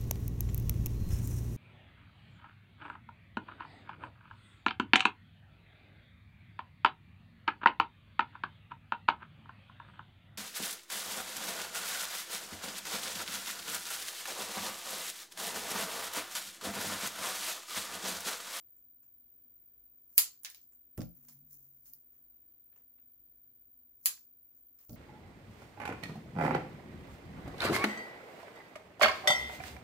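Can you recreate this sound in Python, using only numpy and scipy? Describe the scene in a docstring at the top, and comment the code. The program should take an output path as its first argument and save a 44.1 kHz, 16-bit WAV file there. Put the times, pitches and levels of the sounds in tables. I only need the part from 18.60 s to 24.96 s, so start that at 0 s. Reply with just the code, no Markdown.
"""Scissors cutting stiff card

Scissors snap shut twice through stiff card over a craft table in a small quiet room: cracks of noise and a faint
steel ring. An offcut drops and light contacts click, as short resonant cracks. Fingers slide on the card, as grainy
noise. The scissors' handles land on the table and ring its modes. A low hum, a wavering tone, follows the first
landing. Behind lie room tone and hiss, made of shaped noise, and a camera's thin high whine, made of steady lines.
"""
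import sys
import numpy as np
from scipy import signal
from scipy.fft import rfft, irfft, next_fast_len
from scipy.io import wavfile
from scipy.ndimage import uniform_filter1d, map_coordinates

SR = 44100
rng = np.random.default_rng(int(sys.argv[2]) if len(sys.argv) > 2 else 0)


def materialize(psi):
    """Save the field psi as 16-bit PCM at rate SR to the path in sys.argv[1].

    A 1-D psi becomes a single channel; in a 2-D psi each row is a channel.
    """
    bounded = np.clip(np.atleast_2d(psi).T, -1, 1)
    quanta = np.round(bounded * 32767).astype(np.int16)
    wavfile.write(sys.argv[1], SR, quanta)


N = 280460  # length in samples

# Blades snapping shut, level before the room joins in:
# (time [s], level [dB], left minus right [dB], tilt [dB per octave])
SNIPS = [(1.5785, -3, -0.5, 0.24), (5.4571, -7, -1.5, -0.16)]
# Colour of the snap before its tilt: (frequency [Hz], relative level [dB])
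BLADE_COLOUR = [(59, -63.5), (100, -27.5), (521, -25), (568, -29), (1060, -16.5), (1490, -15.5),
                (2490, -12), (3220, -12.5), (4840, -5.5), (5390, -11.5), (7440, -1.5), (8280, -6.5),
                (11700, 0.5), (15100, -1.5), (16800, -29.5)]
# Ring of the steel blades: (frequency [Hz], relative level [dB], time to fall 60 dB [s])
STEEL_MODES = [(1053, -19.5, 0.12), (1850, -19, 0.14), (2560, -15, .15), (3800, -15, .12), (4700, -7, .13),
               (6700, -5.5, 0.09), (7240, -9.5, 0.12), (8980, -5.5, .11), (11394, -7, 0.072),
               (11370, -6, 0.09), (12850, -5, .1), (15000, -9, .08)]
# Fingers and blades sliding on card; rise and fall each span 20 dB:
# (peak time [s], rise [s], fall [s], level before the hiss is lifted [dB], body against that level [dB])
STROKES = [(1.40, 0.16, .3, -85, -19), (1.53, .05, .04, -76, -10.5), (2.69, 0.22, .05, -68, -13),
           (2.728, .012, 0.1, -69.5, -15), (2.932, 0.036, .06, -57, -25.5), (3.05, 0.18, .4, -72.5, -20),
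           (3.259, 0.014, .1, -59.5, -20), (3.35, 0.0092, 0.041, -71, -28.5), (3.54, 0.029, 0.2, -76, -8.5),
           (5.4, .02, 0.1, -83.5, -21), (5.98, .1, 0.14, -78, -16), (6.215, 0.037, .05, -69, -5.5),
           (6.31, 0.11, .4, -65.5, -14.5)]
# Colour of rubbed card: (frequency [Hz], relative level [dB])
CARD_COLOUR = [(2350, -61.5), (4000, -28), (6370, -13), (8540, -15), (9920, -14), (14700, -1),
               (15800, -9.5)]
# Duller body of the bending sheet: (frequency [Hz], relative level [dB])
SHEET_COLOUR = [(250, -30.5), (420, -1), (760, -5.5), (1050, -4), (1400, -5.5), (1900, -6.5), (3000, -11),
                (4300, -15), (6000, -38), (12000, -95)]
# Small contacts of card, blade and handle, level before the room joins in:
# (time [s], level [dB], centre [Hz], left minus right [dB], breadth [share of centre],
#  dull body against resonance [dB], room tail against contact [dB])
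TICKS = [(0.166, -71, 7530, -4, 0.12, -8.5, 11), (.427, -69, 7450, -1.5, 0.34, -6.5, 11),
         (1.833, -36, 11300, -11, .4, -29, 2), (1.847, -24, 4180, 0, .9, -24.5, 0),
         (1.855, -35, 2500, -0.5, 0.61, -31.5, -3), (1.866, -40.5, 1800, 0, 0.17, -34, 1),
         (1.9, -35.5, 8600, -1, 0.5, -26, -5.5), (1.946, -37, 4186, 0.5, 1.0, -35, -2.5),
         (2.015, -55.5, 7400, -4, 0.3, -24, 0.5), (2.12, -67.5, 7570, -8.5, 0.13, -10.5, 9),
         (2.376, -36.5, 5600, -3.5, 1.94, -6.5, -1.5), (2.4051, -42, 4840, -6.5, 0.24, -4, -2.5),
         (2.416, -37.5, 5000, 0.5, 0.94, -9, -4.5), (2.684, -44, 6950, -9.5, 0.66, -21, 2.5),
         (2.688, -64, 1040, -1.5, 0.32, -21, 2), (2.724, -48, 12440, -2, 0.11, -24.5, 0.5),
         (2.91, -47.5, 12500, -2.5, 0.47, -29.5, -3.5), (3.257, -53, 6520, -3, 0.62, -27, 8),
         (3.334, -31.5, 13700, -4, 0.19, -37, -6.5), (3.336, -51, 5010, -1, 0.084, -31, -11),
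         (3.535, -64, 12000, 0, 0.67, -11.5, -1), (4.125, -68, 2800, 3.5, 1.3, 15, 3),
         (4.16, -63.5, 6970, 1.5, 0.28, 4.5, 5.5), (4.205, -69.5, 4830, 3, 0.42, 0, -0.5),
         (4.382, -65.5, 2990, 2.5, 1.95, 10.5, 3), (5.575, -55, 1710, 0.5, 0.6, -9.5, -8.5),
         (6.185, -65.5, 5130, -5.5, 0.44, -9.5, 11.5), (6.294, -42.5, 5560, -7.5, 0.58, -32, -2.5),
         (6.329, -49.5, 4930, -4, 0.13, -33, -4), (6.344, -57, 4550, -8, 0.23, -23, -2)]
# Handles landing and bouncing, one list per landing: (time [s], strength [dB])
LANDINGS = [
    [(2.377, -44.5), (2.382, -32), (2.406, -37.5), (2.425, -41), (2.444, -55)],
    [(6.294, -45), (6.312, -48), (6.328, -42.5), (6.346, -51.5)],
]
# Modes of the table top: (frequency [Hz], relative level [dB], time to fall 60 dB [s])
TABLE_MODES = [(59.58, -14.5, 0.31), (104.4, -7, 0.087), (124.5, 1.5, 0.083), (172.8, -6.5, 0.23),
               (228.8, -4, 0.2), (302, -4.5, 0.14), (351, -3.5, 0.022), (420, -15, 0.082),
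               (518, -10.5, 0.12), (594, -8.5, 0.11), (694, -20.5, 0.18), (774, -17.5, 0.14),
               (1109, -14, 0.044), (1366, -16, 0.073)]
# Middle of the hum's wavering pitch: (time [s], frequency [Hz])
HUM_PITCH = [(2.52, 130.5), (2.6, 140.7), (2.85, 148.3), (2.96, 141.7), (3.25, 132.7)]
# Colour of room tone and preamplifier hiss: (frequency [Hz], relative level [dB])
AIR_COLOUR = [(20, -18), (48, 1.5), (80, -5), (125, -5.5), (190, -14), (240, -4), (330, -8), (500, -13),
              (900, -22.5), (3000, -27), (7000, -29.5), (8400, -24), (9300, -30), (11900, -26.5),
              (13500, -26), (14500, -28.5), (15100, -20.5), (15700, -24), (15800, -71)]
# How alike the two channels of the air are: (frequency [Hz], likeness [-1 to 1])
AIR_LIKENESS = [(60, 0.63), (180, 1), (550, -0.26), (1650, 0.075), (4970, -0.25), (15000, -0.07)]
# Faint unsteady tones in the room tone: (frequency [Hz], width [Hz], level [dB])
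TONES = [(48.4, 8, -83.5), (243.4, 11, -89), (11820, 60, -100)]
# Strong lines of the whine: (line number [count], left level [dB], right level [dB])
WHINE_LINES = [(7, -79, -78), (10, -77, -77), (11, -74, -81), (14, -78, -79), (16, -75, -83),
               (20, -78, -77), (21, -76, -75), (22, -71, -78), (24, -74, -85), (27, -73, -87),
               (28, -68, -82), (29, -76, -74), (30, -73, -74), (31, -74, -79)]
# Fading time of the room: (frequency [Hz], time to fall 60 dB [s])
ROOM_FADE = [(300, 0.26), (900, 0.24), (2000, 0.21), (5500, 0.24), (9000, .21), (14600, 0.13)]
# Echoes from the nearest surfaces: (delay [s], level [dB])
WALLS = [(.0047, -13), (.0085, -17), (0.0112, -14.5)]
# Microphone colour, with a bass roll-off and a dip from its housing: (frequency [Hz], gain [dB])
MIC_COLOUR = [(20, -8.5), (60, 0), (7500, 1.5), (8400, -5.5), (9300, 1), (15800, 2.5), (16600, -18)]

# Short hiss before each snap: its level (before the hiss is lifted), rise,
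# body against that level, and how long before the snap it ends
LEAD_IN_DB, RISE_DB_PER_S, LEAD_IN_BODY_DB, LEAD_IN_ENDS_S = -54, 520, -21, .002
HISS_LIFT_DB = 4.0  # raises the bright part of all the grainy noise
FIRST_HZ, BOUNCE_HZ = 750, 390  # hardness of a landing's first contact and of its bounces
# Hum: start, length of its loud part, level and later fall
HUM_S, HUM_HOLD_S, HUM_DB, HUM_FADE_DB_PER_S = 2.565, 0.4, -74, 39
# Rougher band above the hum: centre, width, level against the hum
HUM_BAND_HZ, HUM_WIDTH_HZ, HUM_BAND_DB = 244, 55, -2.5
AIR_DB = -79
WHINE_HZ, REPEAT_HZ = 14709.75, 16.77  # base of the line numbers and spacing of the lines
WEAK_DB, WEAK_SCATTER_DB = -82.5, 2  # mean level and scatter of the weak lines
TOP_HZ = 17146  # the camera's band limit


def amp(db):
    """Gain of a level in dB."""
    return 10 ** (np.asarray(db) / 20)


def unit(x):
    """Scale x to an average strength (rms) of 1."""
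    return x / np.sqrt(np.mean(x ** 2) + 1e-20)


def along(points, hz):
    """Read a curve of (frequency, value) points on a log frequency axis."""
    f, v = np.transpose(points)
    return np.interp(np.log(hz + 1), np.log(f + 1), v)


def filtered(x, response):
    """Multiply the spectrum of x by a response that depends on frequency."""
    m = next_fast_len(x.shape[-1] + 8192)
    spectrum = rfft(x, m) * response(np.fft.rfftfreq(m, 1 / SR))
    return irfft(spectrum, m)[..., :x.shape[-1]]


def band(centre_hz, width_hz):
    """Response that peaks at a centre and falls away on both sides."""
    return lambda hz: 1 / (1 + (2 * (hz - centre_hz) / width_hz) ** 2)


def causal(points):
    """Impulse response of energy 1 with a given colour, its energy as early as possible (minimum phase)."""
    cepstrum = irfft(np.log(amp(along(points, np.fft.rfftfreq(4096, 1 / SR))) + 1e-6))
    # fold the backward half of the cepstrum forward in time
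    cepstrum[1:2048] *= 2
    cepstrum[2049:] = 0
    h = irfft(np.exp(rfft(cepstrum)))[:2048]
    return h / np.linalg.norm(h)


def tilted(points, db_per_octave):
    """Tilt a colour about 8 kHz."""
    return [(hz, db + db_per_octave * np.log2(hz / 8000)) for hz, db in points]


def resonance(hz, width_hz):
    """Impulse response of energy 1 of one damped mode, radiating little below its pitch."""
    t = np.arange(SR // 50 + 1) / SR
    h = np.diff(np.exp(-np.pi * abs(width_hz) * t) * np.sin(2 * np.pi * hz * t))
    return h / np.linalg.norm(h)


def wobble(rate):
    """A smooth curve through random points, rate points a second."""
    points = rng.standard_normal(int(N * rate / SR) + 4)
    return map_coordinates(points, [np.arange(N) * rate / SR])


def sides(pan_db):
    """Left and right gains, pan_db apart."""
    return amp([[pan_db / 2], [-pan_db / 2]])


def add(out, s, x):
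    """Mix x into out from second s."""
    i = round(s * SR)
    out[:, i:i + x.shape[1]] += x[:, :out.shape[1] - i]


def in_room(x, colour, wet_db):
    """A sound, its first echoes, and a coloured random fading tail, fresh in each channel, from 2 ms on."""
    hz, t, z = signal.stft(rng.standard_normal((2, SR // 3)), SR, nperseg=256)
    # some bands last, others drop out
    bands_db = 2.5 * unit(uniform_filter1d(rng.standard_normal(z.shape[1:]), size=12))
    fade_db = -60 * t / along(ROOM_FADE, hz)[:, None]
    tail = signal.istft(z * amp(bands_db + fade_db), SR, nperseg=256)[1]
    tail = signal.fftconvolve(tail, colour[None], axes=1)
    tail = amp(wet_db) * tail * np.linalg.norm(x) / np.linalg.norm(tail)
    out = np.pad(tail, ((0, 0), (round(.002 * SR), SR // 2)))
    # the first pair is the direct sound
    for delay_s, db in [(0.00016, 0.00088)] + WALLS:
        add(out, delay_s, amp(db) * x)
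    return out


def crack(length_s, alike):
    """A burst of noise that dies 60 dB within length_s, partly shared by both channels."""
    t = np.arange(SR // 50) / SR
    shared, left, right = rng.standard_normal((3, len(t)))
    share = np.clip(alike, 0, 1)
    noise = np.sqrt(share) * shared + np.sqrt(1 - share) * np.array([left, right])
    return noise * amp(-60 * t / length_s)


def snips():
    """The last fibres give way and the blades slam: a crack, brighter than its room tail, and a faint ring."""
    out = np.zeros((2, N))
    for s, db, pan_db, tilt_db in SNIPS:
        bright = causal(tilted(BLADE_COLOUR, tilt_db + 3.5))
        snap = signal.fftconvolve(crack(0.0074, alike=0.22), bright[None], axes=1)
        snap = snap / np.abs(snap).max()
        heard = in_room(snap, causal(tilted(BLADE_COLOUR, tilt_db)), wet_db=0.5)
        add(out, s + 0.00079, amp(db) * sides(pan_db) * heard)
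        out = out + ring(s + 0.0013, db - 26.5)
    return out


def ring(s, db):
    """The steel blades ring from second s, each mode with a new strength and a wandering phase."""
    out, t = np.zeros((2, N)), np.arange(SR // 4) / SR
    for hz, level, t60 in STEEL_MODES:
        chance_db, turn = rng.normal(0, 3, size=(2, 2, 1))
        wander = .12 * np.cumsum(rng.standard_normal(len(t)))
        fading = amp(db + level + chance_db - 60 * t / t60)
        add(out, s, fading * np.sin(2 * np.pi * hz * t + turn + wander))
    return out


def rubs():
    """Fibres catch and slip as card is rubbed: dense uneven grains as a bright hiss and a duller body."""
    t = np.arange(N) / SR
    hiss, body = np.zeros(N), np.zeros(N)
    for s, rise_s, fall_s, db, body_db in STROKES:
        stroke = amp(db - 20 * np.maximum((s - t) / rise_s, (t - s) / fall_s))
        hiss, body = hiss + stroke, body + amp(body_db) * stroke
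    # a brief hiss rises just before each snap
    for s, *_ in SNIPS:
        lead_in = amp(LEAD_IN_DB - RISE_DB_PER_S * np.abs(s - t)) * (t < s - LEAD_IN_ENDS_S)
        hiss, body = hiss + lead_in, body + amp(LEAD_IN_BODY_DB) * lead_in
    grains = rng.standard_normal((2, 2, N)) * amp(3.0 * wobble(350) + 2.2 * wobble(48))
    card = unit(filtered(grains[0], lambda hz: amp(along(CARD_COLOUR, hz))))
    sheet = unit(filtered(grains[1], lambda hz: amp(along(SHEET_COLOUR, hz))))
    return sides(1.5) * (amp(HISS_LIFT_DB) * hiss * card + body * sheet)


def ticks():
    """Each light contact is a short crack in a resonance of its own and the dull body of the sheet."""
    out, body = np.zeros((2, N)), causal(SHEET_COLOUR)[:SR // 50]
    for s, db, hz, pan_db, breadth, body_db, wet_db in TICKS:
        colour = resonance(hz, breadth * hz) - amp(body_db) * body
        # the more the sheet takes part, the longer the contact lasts, up to a limit
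        length_s = 0.0055 + 0.019 * amp(min(body_db, 0))
        tick = signal.fftconvolve(crack(length_s, alike=0.28), colour[None], axes=1)
        tick = tick / np.abs(tick).max()
        add(out, s + 0.00077, amp(db) * sides(pan_db) * in_room(tick, colour, wet_db))
    return out


def knocks():
    """Each contact rings the table top; the harder first one of a landing reaches higher modes."""
    out, t = np.zeros((2, N)), np.arange(SR // 2) / SR
    for landing in LANDINGS:
        for k, (s, db) in enumerate(landing):
            hard_hz = BOUNCE_HZ if k else FIRST_HZ
            thud = np.zeros(len(t))
            for hz, level, t60 in TABLE_MODES:
                fading = amp(level + rng.normal(0, 2.6) - 60 * t / t60)
                thud += fading / np.hypot(1, hz / hard_hz) * np.sin(2 * np.pi * hz * t)
            thud *= 1 - np.exp(-t / 0.0022)  # soft start
            add(out, s, amp(db) * sides(-1.1) * in_room(np.array([thud, thud]), thud, wet_db=-3.5))
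    return out


def hum():
    """A soft low tone of wavering pitch and level, with a rougher noise band, alike in both channels."""
    t = np.arange(N) / SR
    pitch_hz = np.interp(t, *np.transpose(HUM_PITCH)) + 5 * wobble(25)
    phase = 2 * np.pi * np.cumsum(pitch_hz) / SR
    fade_db = HUM_FADE_DB_PER_S * np.maximum(t - HUM_S - HUM_HOLD_S, 0)
    level = uniform_filter1d(amp(HUM_DB - fade_db) * (t > HUM_S), size=1500)
    rough = unit(filtered(rng.standard_normal(N), band(HUM_BAND_HZ, HUM_WIDTH_HZ)))
    loud_part = uniform_filter1d(1. * (t < HUM_S + HUM_HOLD_S), size=2000)
    tone = amp(3.8 * wobble(13)) * np.sqrt(2) * np.sin(phase)
    return level * (tone + amp(HUM_BAND_DB) * rough * loud_part)


def whine():
    """A buzz repeating at a steady rate is a comb of lines: a high electronic whine, unlike in each channel."""
    out, t = np.zeros((2, N)), np.arange(N) / SR
    strong = {line: dbs for line, *dbs in WHINE_LINES}
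    for line in range(5, 33):
        weak_db = WEAK_DB + WEAK_SCATTER_DB * rng.standard_normal(2)
        start = rng.uniform(0, 2 * np.pi, size=(2, 1))
        turn = 2 * np.pi * (WHINE_HZ + line * REPEAT_HZ) * t
        out += np.sqrt(2) * amp(strong.get(line, weak_db))[:, None] * np.sin(turn + start)
    return out * amp(0.44 * wobble(14) + 0.78 * wobble(60))


def tones():
    """Narrow bands of noise, partly shared by both channels, heard as faint unsteady tones."""
    out = np.zeros((2, N))
    for centre_hz, width_hz, db in TONES:
        shared, left, right = filtered(rng.standard_normal((3, N)), band(centre_hz, width_hz))
        out += amp(db) * unit(shared + 1.6 * np.array([left, right]))
    return out


def air():
    """Room tone and hiss: shaped noise whose likeness between the channels changes with frequency."""
    def response(hz):
        # this angle splits the noise into a shared part and an opposed part
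        turn = np.arccos(np.clip(along(AIR_LIKENESS, hz), -1, 1)) / 2
        return amp(along(AIR_COLOUR, hz)) * [np.cos(turn), np.sin(turn)]

    mid, side = filtered(rng.standard_normal((2, N)), response)
    return amp(AIR_DB + .8 * wobble(3.3)) * unit(np.array([mid + side, mid - side]))


def scene():
    """All sources together."""
    return snips() + ticks() + knocks() + rubs() + hum() + air() + tones() + whine()


def record(dry):
    """The microphone colours the sound, and the camera keeps nothing above its band limit."""
    return filtered(dry, lambda hz: amp(along(MIC_COLOUR, hz)) * (hz < TOP_HZ))


dry = scene()
out = record(dry)
materialize(out)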